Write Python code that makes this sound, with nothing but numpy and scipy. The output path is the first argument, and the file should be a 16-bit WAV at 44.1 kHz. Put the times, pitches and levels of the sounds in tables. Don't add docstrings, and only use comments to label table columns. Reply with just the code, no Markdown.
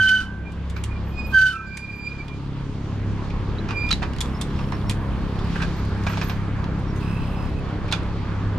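import sys
import numpy as np
from scipy import signal
from scipy.io import wavfile
from scipy.ndimage import uniform_filter1d

SR = 44100
rng = np.random.default_rng(int(sys.argv[2]) if len(sys.argv) > 2 else 0)


def inscribe(sig):
    pcm = np.round(np.clip(np.atleast_2d(sig).T, -1, 1) * 32767)
    wavfile.write(sys.argv[1], SR, pcm.astype(np.int16))


def how_loud(loudness_db):
    steps = np.asarray(loudness_db, float) / 20
    return 10 ** steps


N = 378378

# (time [s], pitch [Hz], level [dB], octave [dB])
FRONT_SQUEALS = [
    [(0, 1530, -16, -25), (.064, 1530, -16, -28), (.085, 1525, -21, -18), (.108, 1511, -17.5, -30),
     (.142, 1530, -13.5, -30), (.168, 1515, -20.5, -23.5), (.208, 1510, -24.5, -36), (.235, 1525, -40, -45),
     (.31, 1500, -57, -58)],
    [(1.32, 1557, -41.5, -60), (1.346, 1558, -14.5, -34), (1.372, 1541, -11.5, -35),
     (1.392, 1530, -15.5, -32.5), (1.44, 1529, -14.5, -39.5), (1.472, 1513, -17, -28.5),
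     (1.488, 1523, -20.5, -41), (1.515, 1506, -27, -33), (1.555, 1520, -43, -56)],
]
# (time [s], pitch [Hz], level [dB], octave [dB])
RELEASE_SQUEAKS = [
    [(.17, 1335, -54.5, -73), (.21, 1344, -39, -70), (.245, 1335, -48, -70), (.29, 1330, -65, -85)],
    [(1.49, 1345, -54, -75), (1.53, 1335, -35, -54), (1.565, 1327, -27, -46), (1.585, 1320, -43, -60),
     (1.605, 1316, -32, -58), (1.63, 1320, -41, -62), (1.67, 1305, -55, -78)],
]
DISC_FED_DB = [-2.5, 0]
# (pitch [Hz], level [dB], t60 [s])
DISC_MODES = [(1555, 20.5, 0.9), (1614, 6, 2.3), (1500, 10, 0.99)]
# (time [s], held [s], level [dB])
PAD_HISS = [
    (0.0, 0.22, -50),
    (1.351, 0.17, -53),
]
# (time [s], held [s], pitch [Hz], level [dB], octave re level [dB])
REAR_CHIPS = [
    (.47, 0.017, 2390, -44, -30),
    (.92, 0.0083, 2430, -45, -30),
    (.965, 0.0065, 2380, -45.5, -30),
]
# (time [s], pitch [Hz], level [dB], octave [dB])
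REAR_SQUEALS = [
    [(1.11, 2471, -55, -72), (1.16, 2470, -45, -62), (1.196, 2476, -32, -49), (1.235, 2467, -43, -59),
     (1.252, 2486, -33, -48), (1.285, 2450, -48, -64), (1.298, 2460, -41, -86), (1.318, 2500, -43, -83),
     (1.335, 2482, -58, -71)],
    [(1.53, 2405, -60, -78), (1.566, 2405, -45, -77), (1.65, 2426, -45.5, -78), (1.672, 2380, -48, -52.5),
     (1.708, 2380, -47, -64), (1.75, 2380, -37, -57), (1.766, 2403, -45, -57), (1.788, 2400, -43, -56),
     (1.8, 2390, -47, -57)],
    [(1.79, 2405, -45, -58), (1.804, 2380, -42, -51), (1.83, 2396, -40, -60), (1.85, 2400, -34.5, -56),
     (1.868, 2402, -48, -69), (1.906, 2400, -35, -65), (1.918, 2403, -47, -59), (1.94, 2407, -39, -56),
     (1.98, 2370, -45, -60)],
    [(1.97, 2380, -49, -63), (1.996, 2400, -35.5, -58), (2.016, 2380, -42, -53),
     (2.076, 2397, -29.5, -46.5), (2.1, 2425, -46, -55), (2.116, 2374, -36, -64), (2.122, 2430, -34, -82),
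     (2.13, 2420, -40, -54), (2.17, 2390, -47, -75)],
    [(2.16, 2430, -43, -73), (2.176, 2420, -50, -79), (2.184, 2380, -47, -56), (2.21, 2333, -36, -56),
     (2.262, 2440, -60, -86), (2.29, 2423, -50, -69), (2.306, 2376, -47, -87), (2.338, 2384, -46, -75),
     (2.38, 2413, -59, -85)],
    [(3.72, 2350, -51, -64), (3.75, 2399, -34, -63), (3.774, 2393, -27.5, -46), (3.804, 2395, -32, -46),
     (3.856, 2400, -26.5, -48), (3.896, 2440, -32, -50), (3.906, 2370, -41, -67), (3.908, 2420, -30, -52),
     (3.915, 2467, -36, -44)],
]
# (time [s], held [s], pitch [Hz], level [dB])
PAD_WHISTLES = [
    (.772, .01, 13220, -63),
    (1.074, 0.024, 13200, -60),
    (1.274, 0.023, 13200, -60.5),
    (1.94, .05, 13220, -75),
    (5.77, .03, 13200, -65),
    (6.102, .008, 13300, -52),
    (6.25, .04, 13260, -47),
    (6.33, .06, 13400, -75),
]
# (time [s], held [s], pitch [Hz], level [dB])
SPRING_CHIRPS = [(4.13, .03, 5450, -67), (4.3, .025, 5450, -64), (4.345, .012, 5200, -54),
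                 (4.366, .012, 5400, -58), (4.49, .006, 5500, -63), (4.565, .045, 5200, -59),
                 (4.59, .015, 5450, -60), (4.62, .015, 5350, -62), (4.65, .045, 5420, -60),
                 (4.708, .01, 5330, -58), (4.73, .025, 5330, -59), (4.765, .015, 5240, -64),
                 (4.875, .012, 5460, -55), (5.395, .03, 5450, -65), (5.515, .008, 5500, -60),
                 (5.56, .04, 5500, -66), (6.885, .014, 5500, -56)]
# (time [s], held [s], mode [Hz], level [dB])
PAD_DRAGS = [
    (7.008, .24, 2600, -47),
    (7.272, 0.18, 2620, -50.5),
    (7.44, .05, 2580, -54.5),
    (7.535, .065, 2575, -52),
]
# (time [s], held [s], mode [Hz], level [dB])
DRAG_SIDE_MODES = [
    (7.01, .3, 5020, -61),
    (7.36, .12, 5050, -59),
    (7.05, .5, 3942, -62),
    (7.01, .28, 8450, -68),
    (6.96, .02, 6300, -59),
]
# (time [s], peak [dB], ring [Hz])
LEVER_TICKS = [
    (0.5193, -45, 2930),
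    (0.6972, -34.5, 3400),
    (0.837, -25, 3200),
    (1.77, -25.5, 2400),
    (4.2052, -16.5, 3440),
    (4.4114, -20, 3480),
    (4.895, -17.5, 3350),
    (4.909, -27.5, 2450),
    (5.8485, -44.5, 2634),
    (6.96, -41, 2620),
]
# (time [s], peak [dB], ring [Hz])
RATCHET_PIPS = [
    (.204, -32, 3320),
    (3.867, -33, 3500),
    (4.134, -29.5, 2890),
    (4.1639, -29, 2660),
    (4.1845, -27, 3120),
    (4.2577, -31, 3310),
    (4.721, -29.5, 2700),
    (6.037, -30, 2579),
    (8.032, -39, 3508),
]
# (time [s], peak [dB], ring [Hz])
CABLE_TAPS = [
    (3.4958, -44, 2580),
    (3.6565, -40, 2520),
    (4.0308, -29, 3190),
    (4.5016, -40, 2660),
    (4.5897, -32, 2680),
    (4.639, -34.5, 2940),
    (4.6871, -39, 2620),
    (4.8133, -38, 3320),
]
# (time [s], peak [dB], ring [Hz], knock re peak [dB])
METAL_CLACKS = [
    (2.281, -33, 3450, -22),
    (3.889, -25.5, 3530, -20),
    (3.906, -19.5, 2960, 1),
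    (3.9121, -13.5, 4100, -16),
    (3.926, -18.5, 3900, -18),
    (5.3901, -30, 3500, -8),
    (6.6415, -30.5, 2700, -8),
    (7.9134, -26, 3840, -14.5),
    (7.9255, -13, 3440, -6.5),
]
# (time [s], peak [dB], knock [Hz], knock re peak [dB])
FRAME_KNOCKS = [(0.762, -27.5, 1500, 1), (1.0688, -47.5, 890, 15), (3.299, -34, 1054, -4),
                (3.686, -26, 1370, 1), (3.706, -23.5, 1530, 3.5), (4.0174, -29.5, 794, 9.5),
                (4.0255, -23.5, 790, 6.5), (4.051, -39, 1000, -9), (4.588, -36.5, 974, 6.5),
                (4.721, -33.5, 1050, 14.5), (5.355, -41, 1060, 7), (6.065, -19, 1620, 1),
                (6.097, -30.5, 1210, 8), (6.1136, -30, 1270, 0), (6.13, -32, 1320, 8),
                (6.171, -24, 900, 3.5), (6.2122, -20, 1720, 2), (6.295, -20.5, 1330, 0),
                (7.237, -39, 2600, -4), (7.881, -32, 994, -1), (7.927, -22, 1500, 1.5),
                (7.937, -26.5, 1930, -4)]
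# (time [s], peak [dB], ring [Hz], ring re peak [dB])
TUBE_BUMPS = [
    (5.5535, -31, 1570, 10),
    (5.6, -40, 1590, 16),
    (5.617, -19, 1586, 1),
]
# (time [s], peak [dB], left re right [dB])
CATCH_SNAPS = [
    (3.9121, -9, -4),
    (3.9284, -6, -4),
    (7.881, -33, -1),
    (7.9248, -7, -6),
]
# (time [s], peak [dB], ring [Hz], t60 [s])
BRACKET_PINGS = [
    (3.584, -31, 3900, 0.046),
    (3.59, -35, 4020, 0.041),
    (3.9127, -16.5, 3940, 0.05),
    (3.9155, -14, 3950, 0.048),
    (3.9339, -15, 3840, 0.025),
    (3.943, -34, 4000, 0.06),
    (4.507, -44, 4050, 0.046),
]
# (multiple of the firing rate [1], level [dB])
IDLE_OVERTONES = [(1, -6.5), (2, 5), (3, 0.5), (4, -1), (5, -4), (6, -4.5), (7, -10), (8, -12.5), (9, -13),
                  (10, -17), (11, -21), (12, -17.5), (13, -22), (14, -28.5), (15, -24.5), (16, -32.5)]
# (time [s], rate [Hz])
FIRING_RATE = [(0, 33.93), (1.098, 33.9), (2.6, 34.34), (3.599, 33.68), (8.58, 33.71)]
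STRONG_DB = [-34, -32.5, -36.5, -36, -38.5]
# (centre [s], half width [s], level [dB])
REFLECTION_SWELLS = [
    [(.65, 0.87, 8), (1.43, 0.11, 10.5), (2.1, 0.42, 2.5), (4.1, 0.091, 6), (4.52, 0.21, 4.5),
     (5.85, 0.28, 3.5)],
    [(0, 0.041, 13.5), (.85, 0.17, 5.5), (1.25, 0.076, -16), (3.05, 0.23, 7.5), (4.52, 0.44, -9),
     (4.97, 0.21, 8.5), (6.1, 0.29, 4.5), (8.55, 0.33, 4.5)],
    [(.6, 1, -6.5), (1.43, 0.11, 17), (2.5, 0.44, 8), (3.7, 0.3, -3), (4.6, 0.45, 5), (7.0, 0.53, 4),
     (8.4, 0.39, -13)],
    [(.55, 0.25, 5), (1.25, 0.096, -8), (3.7, 0.15, -17), (4.2, 0.15, -5), (4.97, 0.21, -15),
     (5.5, 0.25, 5.5), (6.6, 0.67, 3.5)],
    [(.1, 0.46, 8.5), (.55, 0.14, -17), (2.1, 0.22, -1.5), (3.75, 0.11, -8), (4.22, 0.064, -11),
     (4.75, 0.63, 4), (5.8, 0.99, 3), (8.4, 0.46, -3.5)],
]
# (time [s], peak [dB])
FREEWHEEL_TICKS = [(5.0102, -58), (5.2896, -58.5), (5.321, -60.5), (5.353, -58), (5.3913, -56),
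                   (5.4427, -53), (5.4701, -52.5), (5.5001, -51.5), (5.5629, -54), (5.618, -45),
                   (5.7101, -58), (5.7505, -57.5), (5.7979, -52), (5.8498, -49), (5.8912, -53),
                   (5.978, -57), (6.0189, -58), (6.0418, -49.5)]
# (time [s], peak [dB])
LATE_FREEWHEEL_TICKS = [(6.3667, -57), (6.6192, -58), (6.794, -49.5), (6.9529, -53.5), (6.9774, -50),
                        (7.0088, -51.5), (7.0332, -51.5), (7.1111, -53), (7.144, -46.5), (7.2168, -52.5),
                        (7.2747, -53.5), (7.3191, -55), (7.343, -56), (7.3715, -57.5), (7.4248, -57),
                        (7.4573, -56), (7.4937, -53.5), (7.5361, -59), (7.591, -53.5), (7.6957, -60)]
# (start [s], held [s], level [dB])
WHEEL_RUSTLE = [
    (3.75, .4, -71),
    (4.25, 1.2, -65),
    (5.85, 0.51, -73),
    (6.96, 0.49, -63),
    (7.5, .4, -80),
]
# (centre [s], half width [s], level [dB])
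GUSTS = [
    (1.05, 0.39, -1),
    (1.45, 0.065, -0.5),
    (1.85, 0.11, -2.5),
    (2.75, 0.28, 2),
    (4.3, 0.23, 0.5),
    (5.3, 0.17, 0),
    (6.36, .15, -1.5),
    (7.55, 0.22, -0.5),
    (8.55, 0.18, 0),
]
# (centre [s], half width [s], level [dB])
RUBS = [(0.03, 0.19, 11), (.35, 0.3, -3.5), (1.36, 0.051, 1), (2.0, 0.25, 3), (3.1, 0.64, 1.5),
        (4.0, 0.35, 1.5), (4.62, 0.067, 4), (5.61, 0.23, 10), (6.17, 0.17, 13), (7.08, 0.064, 2.5),
        (7.3, 0.13, -1.5)]
# (frequency [Hz], level per Hz [dB])
TOWN_SPECTRUM = [(12, -35), (20, -2), (43, 3), (71, -5.5), (106, -1.5), (125, -9), (169, -6), (507, -18),
                 (666, -26.5), (1030, -19.5), (2410, -32.5), (3850, -35), (13900, -74)]
# (frequency [Hz], likeness [0-1])
PORT_LIKENESS = [(60, 1), (130, 0.97), (280, 1), (610, 0.81), (1320, 0.79), (2870, 0.57), (6220, 0),
                 (13500, 1)]
# (time [s], depth [dB])
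GAIN_DUCKS = [
    (0.0, 9),
    (1.353, 12),
]


def brakes():
    front_grip = dict(flutter_db=.5, rough=.08, wobble=.0007)
    front = squeal(FRONT_SQUEALS[:1], **front_grip, top_db=[-30, -35, -47], top_rough=0.4)
    front = front + squeal(FRONT_SQUEALS[1:], **front_grip, top_db=[-28, -35, -47], top_rough=0.34)
    ringing = how_loud(-30.0 + 1.7 * walk(25)) * free_disc()
    release = squeal(RELEASE_SQUEAKS, flutter_db=.8, rough=.2, wobble=.002)
    chirps = held_notes(SPRING_CHIRPS, attack_s=0.012, release_s=0.023, depth_db=8.1, fade_db_s=15, sag_hz_s=1)
    spring = squeal(chirps, flutter_db=2.0, rough=.85, wobble=.006)
    rear = rear_disc() + pad_drag()
    lagged = np.array([np.roll(rear, 3), rear])
    tones = pan(front + ringing + release + spring, -3.5) + pan(lagged, -7.0)
    return walls(tones, 0.13, -21.0) + pad_hiss() + pad_whistle()


def free_disc():
    drive = np.zeros(N)
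    for table, fed_db in zip(FRONT_SQUEALS, DISC_FED_DB):
        i, (_, level_db, _) = read(table)
        drive[i] = how_loud(level_db + fed_db)
    t = np.arange(N) / SR
    return sum(how_loud(db) * ring(drive * np.sin(2 * np.pi * hz * t), hz, t60) for hz, db, t60 in DISC_MODES)


def rear_disc():
    chips = held_notes(REAR_CHIPS, attack_s=0.05, release_s=0.04, depth_db=27, fade_db_s=3, sag_hz_s=-37)
    return squeal(chips + list(REAR_SQUEALS), flutter_db=1.0, rough=.15, wobble=.0008,
                  top_db=[-12, -27, -27.5], top_rough=0.15, top_count=1)


def pad_drag():
    out = np.zeros(N)
    for table in held_notes(PAD_DRAGS + DRAG_SIDE_MODES, attack_s=.008, release_s=0.022, depth_db=14,
                            fade_db_s=8, sag_hz_s=0):
        i, (hz, db) = read(table)
        throb_hz = 62 * (1 + .15 * walk(22, size=len(i)))
        throb_db = 4.3 * np.cos(2 * np.pi * np.cumsum(throb_hz) / SR)
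        out[i] += how_loud(db + throb_db) * unit(ring(rng.standard_normal(len(i)), hz[0], .032))
    return out


def pad_hiss():
    scrape = np.zeros(N)
    rows = [(s, held, 0, db) for s, held, db in PAD_HISS]
    for table in held_notes(rows, attack_s=0.053, release_s=0.066, depth_db=22, fade_db_s=30, sag_hz_s=0):
        i, (_, db) = read(table)
        scrape[i] = how_loud(db + 2.6 * walk(130, size=len(i)))
    air = rng.standard_normal((2, N))
    bright = unit(dull(band(air, 4000, 10000, order=1), 12000))
    harsh = how_loud(14.0) * unit(band(air, 2000, 4980))
    return walls(scrape * (bright + harsh), 0.088, -7)


def pad_whistle():
    tables = held_notes(PAD_WHISTLES, attack_s=.045, release_s=.07, depth_db=35, fade_db_s=60, sag_hz_s=0)
    tone = squeal(tables, flutter_db=1.5, rough=.7, wobble=.003)
    return walls(pan(np.array([tone, np.roll(tone, -1)]), -4), .06, 2)


def squeal(tables, flutter_db, rough, wobble, top_db=(), top_rough=0.83, flutter_hz=45, top_count=0):
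    out = np.zeros(N)
    for table in tables:
        i, (hz, *levels_db) = read(table)
        size = len(i)
        phase = 2 * np.pi * np.cumsum(hz * (1 + wobble * walk(60, size))) / SR
        from_start = i - i[0] + 200 * (i[0] == 0)
        fade = np.minimum(np.minimum(from_start, i[-1] - i) / 200, 1)
        levels_db = levels_db + [levels_db[top_count] + over_db for over_db in top_db]
        for k, level_db in enumerate(levels_db):
            share = top_rough if k else rough
            grip = (1 + share * walk(240, size)) / np.sqrt(1 + share ** 2)
            slip = share * walk(120, size)
            beads = how_loud(level_db + flutter_db * walk(flutter_hz, size))
            out[i] += np.sqrt(2) * beads * grip * np.sin((k + 1) * phase + slip) * fade
    return out


def held_notes(rows, attack_s, release_s, depth_db, fade_db_s, sag_hz_s):
    tables = []
    for s, held, hz, db, *octave in rows:
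        times = s + np.array([-attack_s, 0, held, held + release_s])
        pitch = hz - sag_hz_s * np.array([-attack_s, 0, held, held])
        fade_db = fade_db_s * held
        grip_db = np.array([-depth_db, 0, -fade_db, -fade_db - depth_db])
        overtone = [db + re_db + np.array([-depth_db, 0, 0, -depth_db]) for re_db in octave]
        tables.append(np.transpose([times, pitch, db + grip_db, *overtone]))
    return tables


def clicks():
    out, t = np.zeros((2, N + SR)), np.arange(SR // 5) / SR
    for s, db, hz, low_db, low_hz, hollow, high_db, rise, rattle, tone, snap in blows():
        mid, side, chatter = rng.standard_normal((3, len(t)))
        grains = how_loud(2.4 * unit(uniform_filter1d(chatter, size=50)))
        envelope = np.minimum(t / rise, 1) * np.exp(-t / rattle)
        air = (mid + 0.44 * side * np.array([[1], [-1]])) * grains * envelope
        snapped = air * (1 + snap * np.exp(-t / 0.00043))
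        body = dull(band(snapped, 1480, 5730, order=3) + tone * ring(air, hz, 0.01), 4100)
        knock = dull(band(air, 720, 2410) + hollow * ring(air, low_hz, 0.037), 2560)
        sharp = air * (1 + 1.4 * np.exp(-t / 0.0018))
        tick = dull(band(sharp, 5850, 9400, order=1), 13000)
        blow = crest(body) + how_loud(low_db) * crest(knock) + how_loud(high_db) * pan(crest(tick), 4.5)
        k = int(s * SR)
        out[:, k:k + len(t)] += how_loud(db + 2.5) * blow
    return walls(pan(out[:, :N], -4.0), 0.19, -12.0)


def blows():
    return ([(s, db, hz, -10, 1050, 3.8, -4, .002, .0085, 2.2, 1.5) for s, db, hz in LEVER_TICKS]
            + [(s, db, hz, -8, 1050, 3.8, -12, .0008, .0025, 1.5, 2.5) for s, db, hz in RATCHET_PIPS]
            + [(s, db, hz, -12, 1050, 3.8, -24, .001, .004, 5.0, 0.6) for s, db, hz in CABLE_TAPS]
            + [(s, db, hz, low_db, 1350, 3.8, -16, .0006, .0085, 4.0, 2.5) for s, db, hz, low_db in METAL_CLACKS]
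            + [(s, db, 2350, low_db, hz, 1.6, -22, .0025, .014, 4.0, .3) for s, db, hz, low_db in FRAME_KNOCKS]
            + [(s, db, 2450, low_db, hz, 6.0, -22, .005, .014, 5.0, .3) for s, db, hz, low_db in TUBE_BUMPS])


def snaps():
    out = np.zeros((2, N))
    for s, db, pan_db in CATCH_SNAPS:
        out[:, int(s * SR)] = pan(how_loud(db), pan_db)[:, 0]
    push = np.eye(1, SR // 10)[0]
    crack = -crest(dull(band(push, 1700, 4200, order=1), 8100))
    return walls(signal.fftconvolve(out, crack[None], axes=1)[:, :N], 0.17, -10.5)


def pings():
    out, t = np.zeros(N), np.arange(SR // 5) / SR
    for s, db, hz, t60 in BRACKET_PINGS:
        k = int(s * SR)
        out[k:k + len(t)] += how_loud(db - 60 * t / t60) * np.minimum(t / 0.0011, 1) * np.sin(2 * np.pi * hz * t)
    return walls(pan(np.array([np.roll(out, 2), out]), -4.0), 0.081, -14)


def grit(high_db):
    grain_db = 2.0 * rng.standard_normal(N) + .7 * (high_db + 60.0) - 77.0
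    hits = (rng.random(N) < 60 / SR) * how_loud(grain_db)
    for s, db in list(FREEWHEEL_TICKS) + list(LATE_FREEWHEEL_TICKS):
        hits[int(s * SR)] += how_loud(min(db, -51.0) - 4.0)
    smear = signal.lfilter([1], [1, -np.exp(-1 / (0.0055 * SR))], hits)
    return smear * unit(band(rng.standard_normal((2, N)), 4500, 13000, order=1))


def rustle():
    swell = np.zeros(N)
    rows = [(s, held, 0, db) for s, held, db in WHEEL_RUSTLE]
    for table in held_notes(rows, attack_s=.02, release_s=.1, depth_db=14, fade_db_s=4, sag_hz_s=0):
        i, (_, db) = read(table)
        swell[i] += how_loud(db + 1.2 * walk(25, size=len(i)))
    return swell * unit(band(rng.standard_normal((2, N)), 6500, 12500, order=1))


def diesel(low_db, gain_db):
    hz = np.interp(np.arange(N) / SR, *np.transpose(FIRING_RATE))
    phase = 2 * np.pi * np.cumsum(hz * (1 + 0.00315 * walk(12))) / SR
    levels_db = {k: low_db + db - 9.0 + 2.06 * walk(2.598) for k, db in IDLE_OVERTONES}
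    for k, db, rows in zip((2, 3, 4, 5, 6), STRONG_DB, REFLECTION_SWELLS):
        levels_db[k] = db + gain_db + bumps(rows)
    out = np.zeros(N)
    for k, db in levels_db.items():
        out += np.sqrt(2) * how_loud(db + 1.0 * walk(11)) * np.sin(k * phase + .5 * walk(3))
    return out


def town(low_db, mid_db, high_db):
    out = 0
    for hz in 24 * 2 ** np.arange(0, 9.3, .5):
        mid, side = band(rng.standard_normal((2, N)), hz / 2 ** 0.38, hz * 2 ** 0.17)
        wind_likeness = np.interp(hz, [30, 110], [.55, 1])
        like = np.clip(on_log(PORT_LIKENESS, hz) * wind_likeness, 0, .99)
        share = np.interp(np.log2(hz), np.log2([250, 800, 2500, 7000]), [0, 1, 1.3, 2])
        gain_db = 0
        for k, curve_db in enumerate((low_db, mid_db, high_db)):
            gain_db = gain_db + np.clip(1 - abs(share - k), 0, 1) * (curve_db - np.median(curve_db))
        gain_db = gain_db * np.interp(hz, [7000, 13000], [1, 1.4])
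        flicker_db = 0.63 * walk(3.107) + 1.3 * walk(18)
        pair = np.sqrt(1 + like) * mid + np.sqrt(1 - like) * side * np.array([[1], [-1]])
        pan_db = np.interp(hz, [300, 2000], [-.3, -2.5])
        out = out + how_loud(on_log(TOWN_SPECTRUM, hz) + gain_db + flicker_db) * pan(pair, pan_db)
    return unit(out)


def walls(x, t60, wet_db):
    t = np.arange(SR // 3) / SR
    decay = np.exp(-np.log(1000) * t / t60) * (t > .004)
    tail = dull(rng.standard_normal((2, len(t))), 12000) * decay
    return x + how_loud(wet_db) * signal.fftconvolve(x, tail / np.sqrt(np.sum(tail[0] ** 2)), axes=1)[:, :N]


def unit(x):
    return x / np.sqrt(np.mean(x ** 2))


def crest(x):
    return x / np.abs(x).max()


def band(x, lo_hz, hi_hz, order=2):
    return signal.sosfilt(signal.butter(order, [lo_hz, hi_hz], "band", fs=SR, output="sos"), x)


def dull(x, hz):
    return signal.sosfilt(signal.butter(2, hz, fs=SR, output="sos"), x)


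def ring(x, hz, t60):
    r = np.exp(-np.log(1000) / (t60 * SR))
    return signal.lfilter([1 - r, 0, r - 1], [1, -2 * r * np.cos(2 * np.pi * hz / SR), r * r], x)


def pan(x, pan_db):
    return x * how_loud(np.array([[.5], [-.5]]) * pan_db)


def walk(rate, size=N):
    k = max(int(SR / rate), 1)
    steps = np.repeat(rng.standard_normal(size // k + 1), k)
    return 1.72 * uniform_filter1d(uniform_filter1d(steps, k), k)[:size]


def bumps(rows):
    t = np.arange(N) / SR
    return sum(db * np.exp(-((t - s) / half) ** 2) for s, half, db in rows)


def read(table):
    s, *columns = np.transpose(table)
    i = np.arange(max(int(s[0] * SR), 0), min(int(s[-1] * SR), N))
    return i, [np.interp(i / SR, s, c) for c in columns]


def on_log(table, hz):
    f, v = np.transpose(table)
    return np.interp(np.log(hz), np.log(f), v)


def camera_gain():
    wait_s, recover_db_per_s = 0.14, 6
    t, gain_db = np.arange(N) / SR, np.zeros(N)
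    for s, depth_db in GAIN_DUCKS:
        climb_db = np.minimum(recover_db_per_s * np.maximum(t - s - wait_s, 0) - depth_db, 0)
        gain_db = np.where(t >= s, climb_db, gain_db)
    return uniform_filter1d(gain_db, size=600)


def scene():
    gain_db = camera_gain()
    traffic_arrives_s, traffic_rise_s, traffic_db = 4.84, 0.14, 2
    arrival = np.tanh((np.arange(N) / SR - traffic_arrives_s) / traffic_rise_s)
    low_db = -25 + gain_db + bumps(GUSTS)
    mid_db = -41.5 + gain_db + traffic_db / 2 * (1 + arrival)
    high_db = -60.5 + 0.3 * gain_db + bumps(RUBS)
    bike = brakes() + clicks() + snaps() + pings() + grit(high_db) + rustle()
    return bike + diesel(low_db, gain_db) + how_loud(-29.5) * town(low_db, mid_db, high_db)


def roll_off(x):
    return signal.sosfilt(signal.butter(12, 15700, fs=SR, output="sos"), x)


def record(dry):
    bass = uniform_filter1d(dry[1], size=9)
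    right = np.roll(dry[1] - bass + np.roll(bass, 1), 1)
    ports = np.array([dry[0], right])
    cut = signal.sosfilt(signal.ellip(8, .2, 70, 15700, fs=SR, output="sos"), ports)
    return roll_off(cut)


dry = scene()
out = record(dry)
inscribe(out)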